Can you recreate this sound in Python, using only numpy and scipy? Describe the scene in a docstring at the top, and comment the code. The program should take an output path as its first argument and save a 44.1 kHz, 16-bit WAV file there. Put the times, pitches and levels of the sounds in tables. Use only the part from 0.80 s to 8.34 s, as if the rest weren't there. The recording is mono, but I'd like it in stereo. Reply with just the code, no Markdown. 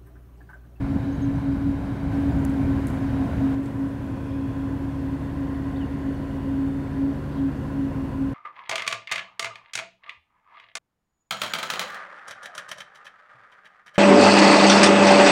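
"""A loud, throbbing drone over a thudding diesel: a big work ship passes on a wooded river.
From the bank we hear it first from astern, with wind buffeting mostly the left microphone port, then
from ahead, with its bow wave foaming; the two views overlap. The exhaust pulses with the crankshaft,
machinery and wash roar, and deck fans whine faintly. Leaves hiss all round, small birds chirp with an
echo off the trees, a few sharp ticks sound close by, and a tiny edit click ends the astern view."""
import sys
import numpy as np
from scipy import signal
from scipy.fft import rfft, irfft, next_fast_len
from scipy.io import wavfile
from scipy.ndimage import uniform_filter1d, map_coordinates

SR = 44100
rng = np.random.default_rng(int(sys.argv[2]) if len(sys.argv) > 2 else 0)


def int16_out(signal):
    """Quantize to a 16-bit WAV file."""
    q = np.round(np.clip(np.atleast_2d(signal).T, -1, 1) * 32767)
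    wavfile.write(sys.argv[1], SR, q.astype(np.int16))


N = 332514

# The drone's bed between throbs. Each row: time in seconds, level in dB, pitch in Hz.
DRONE_BED = [(0, -31, 276), (.6, -32, 277.5), (1.3, -33, 277), (1.7, -29, 273.5), (2.1, -31, 272.5),
             (2.5, -35, 272.5), (2.9, -33, 273), (3.4, -35, 273), (3.8, -30.5, 273), (4.1, -30.5, 273.5),
             (4.4, -34, 274), (4.75, -30, 273.5), (5.1, -31.5, 273), (5.55, -32, 273.5), (6.1, -32, 273.5),
             (6.4, -38.5, 275), (6.85, -39, 273), (7.54, -37, 272)]
# Swells on top of the bed. Each row: crest in seconds, length in seconds, level in dB.
DRONE_THROBS = [(.125, .17, -28), (.31, .17, -29.5), (.465, .17, -24), (.55, .11, -29), (.69, .22, -24),
                (.885, .22, -23.4), (1.275, .11, -28.5), (1.39, .15, -22.6), (1.475, .12, -22.6),
                (1.585, .14, -23.5), (1.70, .13, -24.6), (1.81, .13, -24.2), (1.9, .11, -24.2),
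                (1.99, .15, -26.8), (2.24, .15, -26), (2.395, .19, -22.8), (2.66, .2, -21.4),
                (2.78, .13, -26.5), (3.03, .17, -25.2), (3.31, .14, -32), (3.58, .24, -30),
                (3.86, .16, -33), (4.24, .12, -30.5), (4.34, .08, -31), (4.62, .14, -29.5),
                (4.99, .18, -28.8), (5.285, .16, -26.5), (5.70, .16, -27.8), (5.83, .26, -24.6),
                (5.97, .16, -31), (6.25, .23, -22), (6.64, .21, -21.8), (7.025, .24, -23.6),
                (7.21, .2, -28), (7.43, .24, -24.4)]
# Split-second dropouts of the tone. Each entry: time in seconds.
DRONE_DIPS = [.2, .395, .61, 1.01, 1.325, 1.525, 2.105, 2.31, 2.5, 3.405, 4.39, 7.32]


def drone():
    """The ship's loudest voice: one firm tone that ripples quickly, swells in round throbs and dips."""
    ripple_db, ripple_hz, ripple_crest_s = 2, 7.4, 4.07
    dip_half_s, wander_hz = .015, 1.2
    t = clock()
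    bed_db, hz = curves(DRONE_BED)
    bed = amp(bed_db + ripple_db * np.cos(2 * np.pi * ripple_hz * (t - ripple_crest_s)))
    soft_arch = lambda crest, length: np.clip(1 - (2 * (t - crest) / length) ** 2, 0, 1) ** 1.6
    throbs = sum(amp(db) * soft_arch(crest, length) for crest, length, db in DRONE_THROBS)
    dips = np.prod([np.abs(np.tanh((t - s) / dip_half_s)) for s in DRONE_DIPS], axis=0)
    flutter = amp(.3 * wobble(20))  # fading over the water
    gain = np.hypot(bed, throbs) * dips * flutter
    tone = np.sqrt(2) * gain * sine(hz + wander_hz * wobble(7))
    fuzz = amp(-46.5) * resonance(274.6, width_hz=17)
    return panned(tone + fuzz, left_db=1.73)


# Strong low hums from the engine and other machinery on board.
# Each row: multiple of the shaft rate, relative dB astern, relative dB ahead.
ENGINE_TONES = [(3, -56, -62.5), (5.95, -47, -43), (6.96, -50.5, -50), (8.96, -39.5, -39),
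                (10.05, -51, -56), (10.94, -42.5, -40), (12.97, -43.5, -51), (13.64, -40.5, -45),
                (14.98, -39, -44.5), (16.98, -56, -47), (18.01, -45, -37), (27.03, -45, -44),
                (39.2, -56.5, -58.5), (44.94, -56, -52.5), (48.03, -56, -52.5)]
# EQ of the exhaust's thud. Each row: frequency in Hz, gain in dB.
EXHAUST_EQ = [(20, -30), (45, -5.5), (70, -8), (120, 2.5), (190, 1.5), (290, 2.5), (380, -7), (550, -8.5),
              (900, -32)]


def diesel():
    """A four-stroke's ragged exhaust repeats nearly alike each turn, under engine and machinery hums."""
    shaft_hz, astern_db, ahead_db = 8.157, -2, -.5
    stern, bow = views()
    gain = np.hypot(amp(astern_db) * stern, amp(ahead_db) * bow)  # louder while both views sound
    turns = np.cumsum(shaft_hz * (1 + .000507 * wobble(2))) / SR
    passing = np.clip((clock() - 2.8) / 2.9, 0, 1)  # the mix of hums shifts as the ship moves
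    tones = np.zeros(N)
    for multiple, stern_db, bow_db in ENGINE_TONES:
        db = stern_db + passing * (bow_db - stern_db) + 1.63 * wobble(1.396)
        tones += amp(db) * np.sqrt(2) * np.sin(2 * np.pi * (multiple * turns + rng.random()))

    def ragged(cycles, size):
        loop = np.interp(cycles % 1, np.linspace(0, 1, size), rng.standard_normal(size))
        return unit(filtered(loop, lambda hz: amp(along(EXHAUST_EQ, hz))))

    each_turn = ragged(turns, size=1024)
    every_two_turns = amp(-6) * ragged(turns / 2, size=2048)
    exhaust = amp(-38.5) * unit(each_turn + every_two_turns)
    return panned(gain * (tones + exhaust), left_db=1.5)


# EQ of the roar in each view. Each row: frequency in Hz, gain in dB.
STERN_ROAR_EQ = [(25, -27), (70, -4.5), (270, 6.5), (350, -4), (460, -9.5), (650, -6.5), (900, -11.5),
                 (1060, -12), (1230, -16.5), (1550, -16), (2100, -20.5), (2800, -29), (4000, -31.5),
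                 (8000, -51)]
BOW_ROAR_EQ = [(25, -19), (60, 0), (170, -0.5), (300, 2), (420, -9), (550, -7.5), (740, -13), (880, -15),
               (1010, -12), (1230, -18), (1500, -15.5), (1900, -25), (2300, -27.5), (4200, -38.5),
               (8000, -48)]
# Fader rides for the roar in each view. Each row: time in seconds, level in dB.
STERN_ROAR_FADER = [(0, -34.5), (.95, -35.5), (1.2, -33.5), (1.35, -32.5), (1.55, -34), (2.75, -33.7)]
BOW_ROAR_FADER = [(1.3, -38.5), (2.8, -37.5), (3.3, -37.5), (4, -38), (4.5, -38), (5.2, -39), (7.54, -37)]
# Stereo image of the roar and bow wave. Each row: frequency in Hz, left-right coherence (1 is mono).
SHIP_COHERENCE = [(60, 0.95), (300, 0.95), (1400, 1), (4000, 0.57)]


def roar(eq, fader, bounce_ms):
    """Machinery and wash roar; a bounce off the near bank ripples the treble; the bass bends past."""
    def bank(hz):
        delay = np.exp(-2j * np.pi * np.outer(bounce_ms, hz) / 1000)  # left, right
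        return 1 + .38 * hz / (hz + 600) * delay

    level_db, = curves(fader)
    gain = amp(level_db + .26 * wobble(10))
    direct = rush(eq, SHIP_COHERENCE, patchy_db=1)
    return panned(gain * filtered(direct, bank), left_db=1.1)


# EQ of the wind's rumble. Each row: frequency in Hz, gain in dB.
WIND_EQ = [(20, -27.5), (40, -2.5), (70, 3.5), (130, 2), (200, -5), (300, -14.5), (450, -28), (1000, -42.5),
           (3000, -73.5)]
# Short gusts. Each row: crest in seconds, boost in dB.
WIND_GUSTS = [(.14, 5), (.6, 4), (.9, 6), (1.29, 6.5), (1.55, 8), (1.7, 2.5), (1.87, 3.5), (2.13, 4)]
# Sharp wind pops, hard left. Each row: time in seconds, peak level in dB.
WIND_POPS = [(0.164, -5.5), (0.383, -9.5), (0.487, -13.5)]


def wind():
    """Eddies of a dying breeze buffet each microphone port on its own, the windward left one harder."""
    fall_db_per_s, gust_s, pop_s = 1.5, .033, .0012
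    t = clock()
    breeze_db = -29.5 - fall_db_per_s * t
    gust_db = sum(db * np.exp(-((t - crest) / gust_s) ** 2) for crest, db in WIND_GUSTS)
    lean_db = np.outer([.5, -.5], np.interp(t, [1.2, 2.4], [10, 6.5]))
    lumps = amp(1.6 * np.array([wobble(25), wobble(25)]))
    eddies = unit(lumps * rush(WIND_EQ, coherence=[(100, .097)], patchy_db=-.5))
    swing = lambda u: u * np.exp((1 - u * u) / 2)  # one pull and push of air
    pops = sum(amp(db) * swing((t - s) / pop_s) for s, db in WIND_POPS)
    return amp(breeze_db + gust_db + lean_db) * eddies + np.outer([1, 0], pops)


# Fader ride for the bow wave. Each row: time in seconds, level in dB.
BOW_WAVE_FADER = [(1.3, -48), (2.8, -46.5), (3.5, -55.5), (4.4, -48.5), (5.2, -46), (6.1, -48.5),
                  (7.54, -49.5)]
# EQ of its foam. Each row: frequency in Hz, gain in dB.
BOW_WAVE_EQ = [(200, -20), (420, 4), (700, 5.5), (1100, -12.5), (1400, -2.5), (2000, -4.5), (2400, -19),
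               (3000, -13.5), (4500, -34), (9000, -45)]


def bow_wave():
    """Water breaks and foams at the stem."""
    level_db, = curves(BOW_WAVE_FADER)
    return amp(level_db + .5 * wobble(4.6)) * rush(BOW_WAVE_EQ, SHIP_COHERENCE, patchy_db=.5)


# Fan whines. Each row: pitch in Hz, half width in Hz, level in dB at the 4-second mark.
FAN_WHINES = [(532, 16, -52), (995, 42, -53.5), (1056, 8, -57.3), (849, 3, -66)]


def fans():
    """Ventilators whine unsteadily on deck and grow as the ship nears."""
    rise_db_per_s = .25
    nearing = amp(rise_db_per_s * (clock() - 4))
    whine = sum(amp(db) * resonance(hz, width) for hz, width, db in FAN_WHINES)
    return panned(nearing * whine, left_db=2)


# Swells of hiss. Each row: crest and half length in seconds, centre and half width in Hz, level in dB.
HISS_SWELLS = [(.4, .8, 3950, 150, -70), (.3, .5, 1700, 110, -58), (3.55, .35, 2500, 130, -62.5),
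               (3.62, .35, 3350, 200, -65), (4.8, .6, 1900, 150, -58), (5.5, .4, 2900, 170, -64.5),
               (5, .7, 3550, 90, -72), (6, .35, 3600, 45, -69.5), (5.8, 2.2, 4450, 200, -71),
               (7.1, .8, 2800, 170, -66)]


def machinery_hiss():
    """Faint peaks in the ship's treble hiss come and go and shift as the ship glides along the bank, which
    throws the sound back."""
    hiss = np.zeros((2, N))
    for crest, half_length, hz, width, db in HISS_SWELLS:
        offset = (clock() - crest) / half_length
        swell = np.exp(-offset ** 2 / 2 - offset ** 4 / 2)
        centre = resonance(hz, width)
        sides = np.array([resonance(hz, width), resonance(hz, width)])
        hiss += amp(db) * swell * unit(centre + .5 * sides)
    return panned(hiss, left_db=.5)


# Close ticks, plus a tiny edit click where the astern view cuts off.
# Each row: start in seconds, level in dB, 60 dB decay in seconds, knock offset in dB.
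TICK_HITS = [(1.649, -39, .006, -30), (1.6511, -30.5, .006, -30), (1.698, -52, .03, -20),
             (2.0707, -33.5, .007, -18), (2.075, -47, .008, -10), (2.076, -56, .5, -8),
             (2.083, -45.5, .012, -12), (2.10, -51, .025, -12), (2.147, -52, .012, -12),
             (2.747, -52, .005, 8), (2.83, -63.5, .8, -1), (2.858, -62, .035, 20)]
# EQs of the bright snap and the dull knock. Each row: frequency in Hz, gain in dB.
SNAP_EQ = [(2000, -32), (5200, -17), (6400, -5), (7900, 0), (9700, -4.5), (11700, -5), (13500, -11),
           (15500, -14)]
KNOCK_EQ = [(300, -6), (1400, -7), (2250, 5), (3200, -15), (4300, -9), (5500, -20), (7500, -17),
            (12000, -38)]


def ticks():
    """Close ticks and one edit click: bright, fast-dying bursts of noise, some with a duller knock."""
    t = clock()
    decay = lambda start, t60: (t >= start) * amp(-60 * np.abs(t - start) / t60)

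    def bursts(envelope, eq):
        crackle = unit(rng.standard_normal((2, N)) + .5 * rng.standard_normal(N))
        return filtered(envelope * crackle, lambda hz: unit(amp(along(eq, hz))))

    snaps = sum(amp(db) * decay(start, t60) for start, db, t60, _ in TICK_HITS)
    knocks = sum(amp(db + knock_db) * decay(start, t60) for start, db, t60, knock_db in TICK_HITS)
    return bursts(snaps, SNAP_EQ) + bursts(knocks, KNOCK_EQ)


# EQ of the foliage. Each row: frequency in Hz, gain in dB.
LEAF_EQ = [(30, -0.5), (70, 17.5), (150, 5), (400, 9.5), (700, 5), (1300, 4.5), (2200, -0.5), (3500, -6.5),
           (5500, -10), (8000, -13), (11000, -16), (15500, -23)]


def leaves(level_db):
    """Leaves hiss all round in a wide, slightly uneven bed."""
    coherence = [(2000, .05), (5000, -.53), (9000, .013), (14000, -.05)]
    hiss = amp(level_db + .2 * wobble(8.2)) * rush(LEAF_EQ, coherence, patchy_db=.9)
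    return panned(hiss, left_db=.2)


# A flick up and two falling notes. Each row: seconds into the call, base pitch in Hz, relative dB.
CALL_CONTOUR = [(0, 3300, -10), (.008, 3800, 0), (.016, 4500, -7), (.02, 4200, -30), (.029, 3550, -5),
                (.044, 3250, -30), (.058, 3120, 0), (.075, 2980, -1), (.092, 2850, -16)]
# Cues for that call. Each row: start in seconds, pitch ratio, level in dB, dry gain from 0 to 1,
# 60 dB echo decay in seconds, quaver as a share of the pitch.
CALL_CUES = [(4.957, .99, -49.3, .9, .2, .032), (6.515, 1.07, -48.5, .3, .45, .12)]


def bird_calls():
    """One bird calls twice, the second time higher, rougher and mostly as a long echo from the trees."""
    knots_s, hz, contour_db = np.transpose(CALL_CONTOUR)
    song = np.zeros((2, N))
    for start, ratio, db, dry_gain, t60, quaver in CALL_CUES:
        age = clock() - start
        envelope = np.interp(age, knots_s, amp(db + contour_db), left=0, right=0)
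        call = envelope * whistle(ratio * np.interp(age, knots_s, hz), quaver)
        song += dry_gain * call + amp(-4) * tree_echo(call, t60)
    return song


# Small birds' peeps. Each row: start in seconds, top pitch in Hz, level in dB.
PEEP_CUES = [(.235, 3950, -62), (.275, 3900, -63), (.318, 6500, -62), (.342, 6600, -62),
             (.415, 6500, -58.5), (.436, 6500, -60.5), (.55, 6100, -64), (.685, 4600, -64),
             (.715, 4900, -64), (1.2, 4600, -66), (1.5, 4650, -63), (1.51, 7250, -64.5),
             (1.58, 7250, -62.5), (2.215, 5300, -68), (3.44, 5550, -66.5), (3.49, 5200, -68),
             (3.72, 4700, -66.5), (4.195, 4700, -67)]


def bird_peeps():
    """Small birds on the right whistle thin peeps that arch up and down in pitch."""
    length_s, pitch_sag = .02, .08
    song = np.zeros(N)
    for start, top_hz, db in PEEP_CUES:
        progress = np.clip((clock() - start) / length_s, 0, 1)
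        hz = top_hz * (1 - pitch_sag * (2 * progress - 1) ** 2)
        song += amp(db) * np.sin(np.pi * progress) * whistle(hz, quaver=.026)
    return panned(song + tree_echo(song, t60=.14), left_db=-9)


def whistle(hz, quaver):
    """A bird's pure note with a fast, random shake in pitch."""
    return sine(hz * (1 + quaver * wobble(300)))


def tree_echo(x, t60):
    """The echo that the wooded banks scatter back, different left and right."""
    t = np.arange(SR // 2) / SR
    tail = rng.standard_normal((2, len(t))) * amp(-60 * t / t60)
    return signal.fftconvolve(x[None], tail / np.linalg.norm(tail[0]), axes=1)[:, :N]


def views():
    """Gains of the two views: the one from astern stops dead after the one from ahead has come in."""
    stern_end_s, bow_start_s = 2.75, 1.31
    t = clock()
    return np.clip((stern_end_s - t) / .0037, 0, 1), np.clip((t - bow_start_s) / .012, 0, 1)


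def rush(eq, coherence, patchy_db):
    """Stereo noise of rms 1, shaped by an EQ, with patches of random gain in time and frequency."""
    spectra = signal.stft(rng.standard_normal((2, N)), nperseg=512)[2]
    patches = uniform_filter1d(rng.standard_normal(spectra.shape[1:]), size=6, axis=0)
    patches = uniform_filter1d(patches, size=16, axis=1)
    pair = signal.istft(spectra * amp(patchy_db * unit(patches)), nperseg=512)[1][:, :N]

    def mid_side_gains(hz):
        spread = np.arccos(np.clip(along(coherence, hz), -1, 1)) / 2
        return amp(along(eq, hz)) * [np.cos(spread), np.sin(spread)]

    mid, side = filtered(pair, mid_side_gains)
    return unit(np.array([mid + side, mid - side]))


def resonance(hz, width_hz):
    """A fuzzy tone of rms 1: noise in one sharp resonance."""
    return unit(filtered(rng.standard_normal(N), lambda f: 1 / (1 + ((f - hz) / width_hz) ** 2)))


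def sine(hz):
    """An oscillator that follows a pitch curve."""
    return np.sin(2 * np.pi * np.cumsum(hz) / SR)


def wobble(rate):
    """A smooth random curve with rate knots a second."""
    return map_coordinates(rng.standard_normal(int(N * rate / SR) + 4), [clock() * rate])


def filtered(x, response):
    """x through a filter whose gain is response(hz)."""
    size = next_fast_len(N + SR // 2)
    return irfft(rfft(x, size) * response(np.fft.rfftfreq(size, 1 / SR)), size)[..., :N]


def along(points, hz):
    """Reads (Hz, value) points on a log frequency axis."""
    knots_hz, values = np.transpose(points)
    return np.interp(np.log(hz + 1), np.log(knots_hz + 1), values)


def curves(rows):
    """One automation curve for each column after the time."""
    times, *columns = np.transpose(rows)
    return [np.interp(clock(), times, column) for column in columns]


def panned(x, left_db):
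    """x in stereo, leaning to the left by left_db."""
    return x * amp([[left_db / 2], [-left_db / 2]])


def amp(db):
    """Decibels to gain."""
    return 10 ** (np.asarray(db) / 20)


def unit(x):
    """x scaled to rms 1."""
    return x / np.sqrt(np.mean(x ** 2) + 1e-20)


def clock():
    """The time of each sample in seconds."""
    return np.arange(N) / SR


def scene():
    """The ship runs throughout; each view has its own roar and leaves, plus wind astern or foam ahead."""
    stern, bow = views()
    astern = roar(STERN_ROAR_EQ, STERN_ROAR_FADER, bounce_ms=(1.33, 1.27)) + leaves(-48.5) + wind()
    ahead = roar(BOW_ROAR_EQ, BOW_ROAR_FADER, bounce_ms=(1.13, 1.16)) + leaves(-49) + bow_wave()
    ship = diesel() + drone() + fans() + machinery_hiss()
    return ship + stern * astern + bow * ahead + bird_peeps() + bird_calls() + ticks()


def record(dry):
    """A quick fade at both ends and a brick-wall cut of the highest treble."""
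    fade_s, top_hz = .006, 15780
    fades = np.clip(np.minimum(clock(), clock()[::-1]) / fade_s, 0, 1)
    return filtered(dry * fades, lambda hz: hz < top_hz)


dry = scene()
out = record(dry)
int16_out(out)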